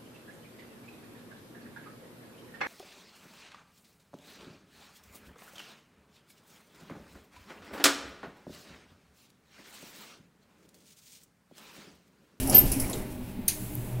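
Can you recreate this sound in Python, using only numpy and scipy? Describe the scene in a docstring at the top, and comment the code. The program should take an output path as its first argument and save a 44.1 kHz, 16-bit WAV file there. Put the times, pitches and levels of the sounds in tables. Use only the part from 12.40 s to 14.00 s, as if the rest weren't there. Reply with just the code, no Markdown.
"""Something brushes past a hand-held microphone as it moves by a door into a quiet carpeted hallway.
The friction rumbles, scrapes and gives a very high squeak, among a few light metal clinks.
Then a latch snaps once: three quick contacts ring its metal, and the walls throw the snap back.
Ventilation hums underneath, the hallway resonates, and a soft hiss of movement comes and goes."""
import sys
import numpy as np
from scipy import signal
from scipy.fft import rfft, irfft
from scipy.io import wavfile

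SR = 44100
rng = np.random.default_rng(int(sys.argv[2]) if len(sys.argv) > 2 else 0)


def persist_wave(psi):
    """Save psi, clipped to +-1, as 16-bit WAV."""
    counts = np.round(np.clip(psi, -1, 1) * 32767).astype(np.int16)
    wavfile.write(sys.argv[1], SR, np.atleast_2d(counts).T)


N = 70560
T = np.arange(N) / SR
BIN_HZ = np.fft.rfftfreq(N, 1 / SR)


def amp(db):
    """Decibels to gain."""
    return 10 ** (np.asarray(db) / 20)


def unit_rms(x):
    """Scales a signal to unit rms."""
    return x / np.sqrt(np.mean(x ** 2) + 1e-20)


def curve(points):
    """Straight ramps through (time_s, value) points."""
    return np.interp(T, *np.transpose(points))


def noise(colour, grain=1):
    """Unit-rms noise, roughened by the gain `grain`, then shaped by (freq_hz, level_db) points."""
    hz, db = np.transpose(colour)
    eq = amp(np.interp(np.log(BIN_HZ + 1), np.log(hz), db))
    low_cut = BIN_HZ ** 2 / (BIN_HZ ** 2 + (hz[0] / 2) ** 2)
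    return unit_rms(irfft(rfft(rng.standard_normal(N) * grain) * eq * low_cut, N))


def resonance(hz, width_hz):
    """Unit-rms noise in one peak, 6 dB down at width_hz either side."""
    peak = 1 / (1 + ((BIN_HZ - hz) / width_hz) ** 2)
    return unit_rms(irfft(rfft(rng.standard_normal(N)) * peak, N))


def wander(rate_hz):
    """Smooth random modulation at unit rms."""
    low_pass = np.exp(-(BIN_HZ / rate_hz) ** 2)
    return unit_rms(irfft(rfft(rng.standard_normal(N)) * low_pass, N))


def tone(pitch_hz):
    """A unit-rms sine that follows a pitch curve."""
    return np.sqrt(2) * np.sin(2 * np.pi * np.cumsum(pitch_hz) / SR)


def strike(start_s, rise_s, t60_s, hold_s=0):
    """Envelope: linear attack, hold, exponential decay."""
    t = T - start_s
    return np.clip(t / rise_s, 0, 1) * amp(-60 * np.maximum(t - rise_s - hold_s, 0) / t60_s)


def ping(start_s, hz, rise_s, t60_s, phase=0):
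    """One struck, decaying sine; phase is in cycles."""
    return strike(start_s, rise_s, t60_s) * np.sin(2 * np.pi * (hz * (T - start_s) + phase))


def ventilation():
    """Steady rushing air under a wavering hum and a hollow drone that swell and fade."""
    air_colour = [(20, 3), (40, -3.5), (70, -2), (130, -8.5), (240, -4), (330, -18), (480, -19), (850, -22),
                  (1200, -28), (2500, -28.5), (4000, -32.5), (6500, -45.5), (11000, -37.5), (16000, -32)]  # air spectrum: freq_hz, level_db
    hum_level = [(0, -40.5), (.13, -37.5), (.42, -45), (.7, -47), (1.15, -55.5), (1.25, -38), (1.32, -50),
                 (1.39, -32.5), (1.472, -45), (1.56, -30.5), (1.6, -33)]  # low hum swells: time_s, level_db
    drone_level = [(0, -38.5), (.05, -31), (.12, -36.5), (.24, -36), (0.329, -51), (0.373, -27),
                   (.43, -42.5), (.68, -51.5), (.79, -38.5), (.87, -49.5), (1.009, -42.5), (1.1, -58.5),
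                   (1.6, -51.5)]  # drone swells: time_s, level_db
    drone_pitch = [(0, 267), (.42, 266.7), (.75, 243.5), (1.6, 243)]  # sinking drone: time_s, pitch_hz
    hum_hz = 121.7
    air = amp(-42.5) * noise(air_colour)
    hum = amp(curve(hum_level)) * tone(hum_hz + 2.23 * wander(21.8))
    drone = amp(curve(drone_level)) * tone(curve(drone_pitch) + 6.68 * wander(21.8))
    return air + hum + drone


def handling():
    """The moving hand gives the microphone a low rumble and soft, damped bumps."""
    rumble_level = [(0, -35), (.19, -36), (.25, -24), (.31, -29), (.37, -35.5), (.45, -27), (.51, -54),
                    (.6, -32), (.7, -72), (1.6, -45)]  # rumble surges: time_s, level_db
    rumble_colour = [(15, -1.5), (36, 1), (55, -11), (100, -7.5), (200, -18.5), (500, -31), (2000, -96)]  # rumble spectrum: freq_hz, level_db
    bumps = [(0.224, 36.5, -22), (.575, 109.2, -27.5), (0.783, 243, -58), (0.989, 227, -27.5),
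             (1.221, 199, -29.5)]  # low thuds: start_s, pitch_hz, level_db
    thuds = sum(amp(db) * ping(s, hz, rise_s=.0025, t60_s=.076) for s, hz, db in bumps)
    return amp(curve(rumble_level)) * noise(rumble_colour) + thuds


def brushing():
    """Something brushes by with a soft, dark friction noise that stirs the hallway."""
    brush_level = [(0, -43.5), (.07, -35.5), (.14, -27.5), (.2, -30.5), (.3, -40), (.45, -38.5),
                   (.57, -39.5), (.7, -47), (1, -55), (1.3, -52.5), (1.45, -47), (1.6, -47)]  # brushing swell: time_s, level_db
    brush_colour = [(60, 1.5), (180, 2.5), (350, 1), (500, -5.5), (780, -6), (1150, -16), (2200, -20),
                    (3500, -31), (7000, -27)]  # brushing spectrum: freq_hz, level_db
    swell = amp(curve(brush_level))
    return swell * noise(brush_colour) + hallway(swell)


def hallway(brush_swell):
    """Hollow room resonances, fed steadily by the air and lifted by the brushing."""
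    modes = [(191.7, 9.5, -49, -18.5), (299, 6.1, -51, -18.5), (378, 35, -53.5, -12),
             (522.4, 16, -81, -16.5), (619.4, 11, -59.5, -13), (873, 76, -62.5, -18),
             (2480, 350, -64.5, -39)]  # room modes: pitch_hz, width_hz, steady_db, brush_send_db
    return sum(np.hypot(amp(steady_db), amp(send_db) * brush_swell) * resonance(hz, width_hz)
               for hz, width_hz, steady_db, send_db in modes)


def hiss():
    """A light, fluttering hiss of movement comes and goes."""
    hiss_level = [(0, -35), (.1, -42.5), (.18, -33), (.28, -38.5), (.45, -41), (.56, -44), (.67, -55.5),
                  (.715, -51), (.79, -61.5), (.9, -54), (.99, -71), (1.6, -79)]  # hiss swells: time_s, level_db
    hiss_colour = [(1000, -10), (2000, -4), (2900, -1.5), (3600, -7.5), (4500, -5), (5600, -3.5),
                   (6800, -6.5), (8000, -2), (10600, 2), (12500, -1), (16000, -4)]  # hiss spectrum: freq_hz, level_db
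    flutter_db = 1.6 * wander(51)
    return amp(curve(hiss_level) + flutter_db) * noise(hiss_colour)


def rub():
    """A band of friction noise that sinks as the movement slows."""
    glide = [(0, 2750, -43), (0.061, 2750, -68), (0.151, 3000, -42), (0.271, 2880, -56), (.35, 2500, -53),
             (.41, 2050, -53.5), (0.439, 2120, -43), (.48, 2100, -58), (.62, 2000, -56), (.75, 2000, -72)]  # rubbing resonance: time_s, pitch_hz, level_db
    times, pitches, levels = np.transpose(glide)
    width_hz = 330
    carrier = np.exp(2j * np.pi * np.cumsum(np.interp(T, times, pitches)) / SR)
    spread = wander(width_hz) + 1j * wander(width_hz)  # smears the pitch into a band
    return amp(np.interp(T, times, levels)) * unit_rms((carrier * spread).real)


def clinks():
    """Small metal parts knock together, each a bright burst with a short tail."""
    hits = [(0.0722, -27.5), (0.0963, -22), (0.317, -21.5), (0.3987, -24), (.4194, -62), (0.4971, -35)]  # metal contacts: start_s, level_db
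    clink_colour = [(3000, -50), (4400, -21), (5600, -6), (6500, -17), (7600, -11), (8500, -12.5),
                    (10700, 1), (11800, -5.5), (13500, -18), (16000, -12)]  # metal spectrum: freq_hz, level_db
    envelope = np.zeros(N)
    for s, db in hits:
        burst = strike(s, rise_s=.00078, t60_s=.043)
        tail = amp(-11) * strike(s, rise_s=.017, t60_s=.2)
        envelope += amp(db) * (burst + tail)
    return envelope * noise(clink_colour)


def knocks():
    """Hollow knocks along the brushing, each ringing one narrow resonance."""
    hits = [(0.078, 744, -33), (0.125, 752, -33.5), (.49, 1040, -46.5), (.53, 400, -36)]  # soft knocks: start_s, pitch_hz, level_db
    return sum(amp(db) * strike(s, rise_s=.0061, t60_s=.22) * resonance(hz, width_hz=53)
               for s, hz, db in hits)


def scrape():
    """The friction turns gritty at the height of the brushing."""
    scrape_colour = [(1000, -9), (2500, -7), (3000, -2.5), (3450, -13), (4700, 2.5), (6100, -3), (6650, -7),
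                     (7150, 1), (7900, -19), (9600, -4), (12000, -19), (16000, -8.5)]  # grit spectrum: freq_hz, level_db
    grit = noise(scrape_colour, grain=amp(2.5 * wander(580)))
    return amp(-30) * strike(.12, rise_s=.011, t60_s=.18, hold_s=.042) * grit


def squeak():
    """Friction sings in three quick slips of a sagging tone with faint side tones; the hall echoes it."""
    slips = [(.1445, .016, 13350, -9.5), (.164, .009, 13310, -11), (.1765, .019, 13260, -10),
             (.161, .02, 15080, -33), (.16, .022, 13870, -36)]  # slips and side tones: start_s, length_s, pitch_hz, level_db
    rise_s, fall_s, sag_hz_per_s, jitter_hz = .006, .003, 2000, 22
    direct = np.zeros(N)
    for s, length_s, hz, db in slips:
        t = T - s
        pitch = hz - sag_hz_per_s * np.clip(t, 0, 2 * length_s) + jitter_hz * wander(100)
        envelope = np.clip(t / rise_s, 0, 1) * np.exp(-np.maximum(t - length_s, 0) / fall_s)
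        direct += amp(db) * envelope * tone(pitch)
    room = rng.standard_normal(N) * strike(.0033, rise_s=.0022, t60_s=.21)
    reverb = signal.fftconvolve(direct, room / np.linalg.norm(room))[:N]
    return direct + amp(-11.5) * reverb


def tap():
    """One duller tap after the clinks leaves a faint ring."""
    tap_colour = [(1500, -33), (3100, -11), (3700, 3.5), (4400, -3), (5200, -19), (7100, 1.5), (8000, -3),
                  (9000, -16), (12000, -30)]  # tap spectrum: freq_hz, level_db
    start_s = .5305
    hit = amp(-32.5) * strike(start_s, rise_s=.0005, t60_s=.068) * noise(tap_colour)
    ring = amp(-51) * strike(start_s, rise_s=.001, t60_s=.3) * resonance(3680, width_hz=71)
    return hit + ring


def latch():
    """One snap: three quick contacts crack and ring the metal, and the walls answer."""
    contacts = [(1.0786, -29, -30), (1.081, -13, -4), (1.0842, -14.5, -1)]  # latch impacts: start_s, crack_db, ring_db
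    crack_colour = [(1000, -45), (3000, -28), (6400, -7.5), (7900, -25), (9200, 4), (10500, -2.5),
                    (11200, -7), (12700, 0), (14000, -21), (16000, -6)]  # impact spectrum: freq_hz, level_db
    modes = [(2374, -12, .28), (3397, -8, .12), (4468, -5, .14), (5800, -11, .14), (6336, -13, .25),
             (6697, -9, .18), (8960, -9, .2), (9123, -7, .17), (9372, -7, .16), (9555, -6, .16),
             (10450, -3, .12), (11750, -10, .16), (12736, -7, .18)]  # ringing metal: pitch_hz, level_db, t60_s
    wall_colour = [(600, -46), (1200, -24), (2300, -9.5), (3100, -13.5), (4400, -6), (5500, -9.5),
                   (6500, -2), (7900, -19), (9300, 1), (11000, -8), (12700, -6), (14000, -15),
                   (16000, -12.5)]  # reflection spectrum: freq_hz, level_db
    ring_trim_db, reflection_s = -34, 1.0818
    snap = np.zeros(N)
    for s, crack_db, ring_db in contacts:
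        snap += amp(crack_db) * strike(s, rise_s=.0005, t60_s=.007, hold_s=.0012) * noise(crack_colour)
        for hz, mode_db, t60_s in modes:
            ring = ping(s, hz, rise_s=.00032, t60_s=t60_s, phase=rng.random())
            snap += amp(ring_trim_db + ring_db + mode_db) * ring
    early = amp(-24) * strike(reflection_s, rise_s=.001, t60_s=.14)
    late = amp(-40) * strike(reflection_s, rise_s=.01, t60_s=.45)
    return snap + (early + late) * noise(wall_colour)


def slide():
    """An airy sliding hiss with a thin whistle in it swells after the snap."""
    slide_level = [(1.05, -64), (1.13, -42), (1.22, -44.5), (1.37, -47), (1.52, -50.5), (1.6, -56)]  # sliding swell: time_s, level_db
    slide_colour = [(2000, -6.5), (5500, -11.5), (7800, -3.5), (9500, -5.5), (11000, 0), (12700, -2),
                    (14300, -1), (16000, -3.5)]  # airy spectrum: freq_hz, level_db
    whistle = amp(-13.5) * resonance(10670, width_hz=70)
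    return amp(curve(slide_level)) * (noise(slide_colour) + whistle)


def ticks():
    """Two tiny, dry ticks right at the microphone."""
    hits = [(1.3394, -29), (1.3534, -15)]  # close ticks: start_s, level_db
    return sum(amp(db) * ping(s, hz=13000, rise_s=.00015, t60_s=.0013) for s, db in hits)


def scene():
    """All sources at one microphone, the same in both channels."""
    mono = ventilation() + handling() + brushing() + hiss() + rub()
    mono += clinks() + knocks() + scrape() + squeak() + tap() + latch() + slide() + ticks()
    return np.array([mono, mono])


def record(dry):
    """A steep low-pass trims the very top of the treble."""
    cutoff_hz = 15800
    low_pass = signal.firwin(401, cutoff_hz, window=("kaiser", 8), fs=SR)
    return signal.oaconvolve(dry, low_pass[None], "same")


dry = scene()
out = record(dry)
persist_wave(out)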